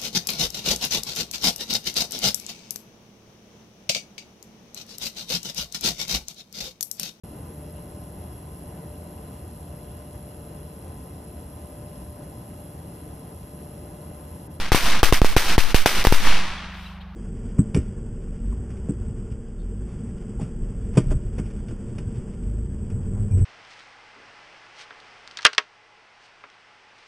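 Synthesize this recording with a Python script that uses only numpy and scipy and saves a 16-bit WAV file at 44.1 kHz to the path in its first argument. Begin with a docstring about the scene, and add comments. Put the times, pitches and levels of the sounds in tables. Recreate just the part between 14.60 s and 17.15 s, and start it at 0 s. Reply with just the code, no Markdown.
"""Firecrackers on a lawn

A string of crackers bursts some metres away. Each shock overloads the microphone, scatters off grass
and trees, slaps back from walls and rolls away; a limiter ducks around the bangs.
As the echoes die, a distant engine hums and a bird chirps faintly."""
import sys
import numpy as np
from scipy import signal
from scipy.fft import rfft, irfft, next_fast_len
from scipy.io import wavfile
from scipy.ndimage import uniform_filter1d, minimum_filter1d, map_coordinates

SR = 44100
rng = np.random.default_rng(int(sys.argv[2]) if len(sys.argv) > 2 else 0)


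def waveform_to_disk(signal):
    """Save audio, clipped to [-1, 1], as 16-bit WAV at the path in sys.argv[1]."""
    frames = np.transpose(np.atleast_2d(signal))
    scaled = np.clip(frames, -1, 1) * 32767
    samples = np.round(scaled).astype(np.int16)
    wavfile.write(sys.argv[1], SR, samples)


N = 112454

# start_s, blast_db, shock_ms, crack_db, bounce_db, scatter_db, echo_db, swing_ratio, swing_left_db
BANGS = [(-.2, 16, 0.34, 0, -10, 1, -18.5, .3, -3), (.1192, 11, 0.59, -2.5, -6, -3.5, -17.5, 0.78, 8.5),
         (.1468, 18.5, 0.91, 4, -18.5, -0.5, -16.5, -0.089, 10),
         (.4311, 19.5, 0.41, 11, -6, 0, -15.5, 0.39, 8), (.5252, 18.5, 0.81, 9, -8, -0.5, -37, 0.52, -2.5),
         (.6174, 20, 0.79, 0, -19, -8.5, -23, 0.98, -3), (.6462, 18, .5, 2, -16, -4.5, -21, -0.04, 28),
         (.7652, 17.5, 0.87, 6.5, -6.5, 2, -14.5, 0.57, 0.5), (.9802, 18, 1, 7, -9, 1, -17.5, 0.75, 9.5),
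         (1.1449, 18.5, 0.83, 8, -10.5, 1.5, -18.5, 0.69, -7),
         (1.2597, 14, 1, 11.5, -15, 0, -15.5, .08, -2), (1.441, 8, .12, 9, -17, -7.5, -21.5, 0, 0),
         (1.4505, 12.5, 0.36, 12.5, -7, 1, -18, 0, 0), (1.4699, 21.5, 0.58, 18, -23, 0, -16, 1.28, 4),
         (1.5241, 22, 0.73, 10.5, -14, 0, -20, 0.43, 4.5)]
# wall slaps: delay_s, gain_db
WALLS = [(0.0551, -22.5), (0.201, -28)]
# noise spectra: freq_hz, density_db
CRACK_SPECTRUM = [(60, -50), (300, -12), (900, 5), (1600, -3.5), (3000, -5.5), (6000, -17.5), (15000, -19)]
SCATTER_SPECTRUM = [(40, -17), (200, -2), (550, -3), (1000, 1), (2500, 3), (4000, -1.5), (6000, -4),
                    (9000, -6), (15000, -10)]
ECHO_SPECTRUM = [(30, 19.5), (60, 4), (120, 1), (230, 4), (400, -0.5), (600, -1), (900, 0), (2600, 2),
                 (5000, -2), (8000, -4.5), (15000, -5)]
AIR_SPECTRUM = [(25, -15), (100, -16), (350, -20.5), (800, -8), (2000, -20), (4000, -27), (7000, -43),
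                (15000, -44)]
HISS_SPECTRUM = [(500, -32), (3000, 0.5), (6000, -15), (8000, -16), (14000, -19.5)]
TICK_SPECTRUM = [(1500, -29), (2700, -4), (3500, -1), (4200, -7), (5500, -34)]
# wall and microphone responses: freq_hz, gain_db
WALL_RESPONSE = [(200, -39), (900, -2.5), (1900, 5), (3500, -34), (8000, -17.5)]
MIC_RESPONSE = [(3000, 1), (6000, 2), (7200, -4), (8200, -1), (10200, 0.5), (11700, -4), (13700, 5.5),
                (15000, -4.5), (16000, -26)]
# microphone imbalance: freq_hz, left_boost_right_cut_db
MIC_LEAN = [(1000, -0.22), (5000, 1), (9000, -1.3), (14000, -1.2)]
# far echo decay: freq_hz, t60_s
ECHO_T60 = [(40, 1.2), (200, 1.56), (400, 0.96), (1000, 1.86), (3000, 1.42), (5000, 1.116), (8000, 0.9),
            (14000, 0.53)]
# left-right likeness of noise: freq_hz, correlation
COHERENCE = [(100, 1), (500, 1), (1000, 0.97), (2500, 0.95), (5000, .55), (8000, 0.2), (13000, -0.1)]
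# engine hum: shaft_multiple, level_db
ENGINE_ORDERS = [(2, -46), (3, -44), (4, -55.5), (5, -67), (7, -49), (8, -46.5), (10, -76)]
# bird: start_s, length_s, from_hz, to_hz, level_db
CHIRPS = [(1.972, .022, 3700, 3050, -39), (2.257, .02, 3950, 3850, -43), (2.25, .035, 3000, 2500, -47)]


def shock(t, length_s, rise_s=0.00004, drive=2.05):
    """Pressure pulse: steep front, flattened top, weak opposite tail."""
    front = 1 - np.exp(-t / rise_s)
    return -front * np.tanh(drive * (1 - t / length_s) * np.exp(-t / length_s))


def blasts(bounce_s=0.00249):
    """Each cracker: a shock, its ground bounce and a short ragged crack."""
    shocks, crack_power = np.zeros(N), np.zeros(N)
    for start_s, blast_db, shock_ms, crack_db, bounce_db, *_ in BANGS:
        t, length_s = since(start_s), shock_ms / 1000
        bounce = amp(bounce_db) * shock(since(start_s + bounce_s), length_s)
        shocks += amp(blast_db) * (shock(t, length_s) + bounce)
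        crack_t60_s = 21 * length_s
        crack_power += (t > 0) * amp(crack_db - 60 * t / crack_t60_s) ** 2
    return shocks + np.sqrt(crack_power) * noise(CRACK_SPECTRUM)


def overload(delay_s=0.00096, rise_s=0.0021, cross_s=0.017, decay_s=0.022):
    """Shocks throw each microphone off centre: low thump, undershoot, subsonic rebound."""
    out = np.zeros((2, N))
    for start_s, blast_db, *_, swing_ratio, left_db in BANGS:
        t = since(start_s + delay_s)
        thump = (1 - np.exp(-t / rise_s)) * (1 - t / cross_s) * np.exp(-t / decay_s)
        rebound = swell(t, peak_s=0.18, width_s=0.13) * (t > 0)
        out += swing_ratio * amp(blast_db + left_db * np.array([[0.5], [-0.5]])) * thump
        out += abs(swing_ratio) * amp(-11.5) * rebound
    return out


def wall_slaps(direct):
    """Two walls return delayed, midrange-heavy copies."""
    slap = filtered(direct, lambda hz: amp(along(WALL_RESPONSE, hz)))
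    return sum(amp(gain_db) * delayed(slap, delay_s) for delay_s, gain_db in WALLS)


def scatter():
    """Grass and near foliage throw back a bright, fast-dying spray."""
    power = sum(tail_power(since(start_s), scatter_db, rise_s=0.0033, t60_s=0.19)
                for start_s, *_, scatter_db, _, _, _ in BANGS)
    return np.sqrt(power) * noise(SCATTER_SPECTRUM, grain_db=2)


def echoes():
    """Far trees and hillside return a long roll, grainy from single trunks; treble dies first."""
    hz, frame_s, bins = signal.stft(noise(ECHO_SPECTRUM, grain_db=1.5), SR, nperseg=256)
    t60_s = along(ECHO_T60, hz)[:, None]
    power = sum(tail_power(np.maximum(frame_s - start_s, 0), echo_db, rise_s=0.057, t60_s=t60_s)
                for start_s, *_, echo_db, _, _ in BANGS)
    return signal.istft(bins * np.sqrt(power), SR, nperseg=256)[1][:, :N]


def engine(shaft_hz=24):
    """A distant engine throbs on low multiples of its shaft speed."""
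    return sum(amp(db) * np.sqrt(2) * np.sin(2 * np.pi * (order * shaft_hz * since(0) + rng.random()))
               for order, db in ENGINE_ORDERS)


def bird():
    """Short falling chirps."""
    out = np.zeros(N)
    for start_s, length_s, from_hz, to_hz, level_db in CHIRPS:
        progress = np.minimum(since(start_s) / length_s, 1)
        pitch_hz = from_hz + (to_hz - from_hz) * progress
        envelope = amp(level_db) * np.sin(np.pi * progress) ** 2
        out += envelope * np.sin(2 * np.pi * np.cumsum(pitch_hz) / SR)
    return out


def air():
    """Quiet outdoor air, one faint swell of hiss, one soft tick."""
    bed = amp(-54.5) * noise(AIR_SPECTRUM)
    hiss = amp(-51.5) * swell(since(0), peak_s=2.233, width_s=0.11) * noise(HISS_SPECTRUM)
    tick = amp(-49.5) * swell(since(0), peak_s=2.416, width_s=0.01) * noise(TICK_SPECTRUM)
    return bed + hiss + tick


def limiter(x, threshold_db=-3.5, ahead_s=0.029, hold_s=0.0076, release_db_per_s=146):
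    """Ducks ahead of each peak, holds, recovers at a steady rate."""
    rms = np.sqrt(np.abs(uniform_filter1d(np.mean(x ** 2, axis=0), size=88)) + 1e-12)
    over_db = np.maximum(20 * np.log10(rms) - threshold_db, 0)
    recovery_db = release_db_per_s * since(0)
    cut_db = np.maximum.accumulate(over_db + recovery_db) - recovery_db
    ramp_n = 2 * int(ahead_s * SR / 2) + 1
    span_n = ramp_n + int(hold_s * SR)
    held_gain = minimum_filter1d(amp(-cut_db), span_n, origin=-(span_n // 2))
    return x * uniform_filter1d(held_gain, ramp_n, origin=ramp_n // 2)


def noise(spectrum, grain_db=0, grains_per_s=450):
    """Stereo noise, rms 1, mono in the bass, clumped by grain_db."""
    def mid_side_gains(hz):
        angle = np.arccos(np.clip(along(COHERENCE, hz), -1, 1)) / 2
        return amp(along(spectrum, hz)) * [np.cos(angle), np.sin(angle)]
    clumps = map_coordinates(rng.standard_normal(4096), [since(0) * grains_per_s], mode="wrap")
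    white = rng.standard_normal((2, N)) * amp(grain_db * clumps)
    mid, side = filtered(white, mid_side_gains)
    stereo = np.array([mid + side, mid - side])
    return stereo / np.sqrt(np.mean(stereo ** 2) + 1e-20)


def tail_power(t, level_db, rise_s, t60_s):
    """Power of reflections that build, then decay."""
    return (amp(level_db - 60 * t / t60_s) * (1 - np.exp(-t / rise_s))) ** 2


def swell(t, peak_s, width_s):
    """Gaussian envelope."""
    return np.exp(-((t - peak_s) / width_s) ** 2)


def amp(db):
    """Decibels to gain."""
    return 10 ** (np.asarray(db) / 20)


def along(points, hz):
    """Interpolates a table over log frequency."""
    freq_hz, values = np.transpose(points)
    return np.interp(np.log(hz + 1), np.log(freq_hz + 1), values)


def since(start_s):
    """Seconds since start_s, zero before."""
    return np.maximum(np.arange(N) / SR - start_s, 0)


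def filtered(x, response):
    """Zero-phase filter with gain response(hz)."""
    size = next_fast_len(N + 8192)
    return irfft(rfft(x, size) * response(np.fft.rfftfreq(size, 1 / SR)), size)[..., :N]


def delayed(x, delay_s):
    """Stereo delay."""
    return np.pad(x, ((0, 0), (round(delay_s * SR), 0)))[:, :N]


def scene():
    """Bangs and echoes over a quiet garden."""
    direct = blasts()
    return direct + overload() + wall_slaps(direct) + scatter() + echoes() + engine() + bird() + air()


def record(dry, ceiling=0.76, top_hz=16300):
    """Microphone colour, limiter, soft clipping, band limit."""
    x = filtered(dry, lambda hz: amp(along(MIC_RESPONSE, hz) + np.outer([1, -1], along(MIC_LEAN, hz))))
    x = limiter(x)
    x = x / (1 + np.abs(x / ceiling) ** 10) ** (1 / 10)
    return filtered(x, lambda hz: hz < top_hz)


dry = scene()
out = record(dry)
waveform_to_disk(out)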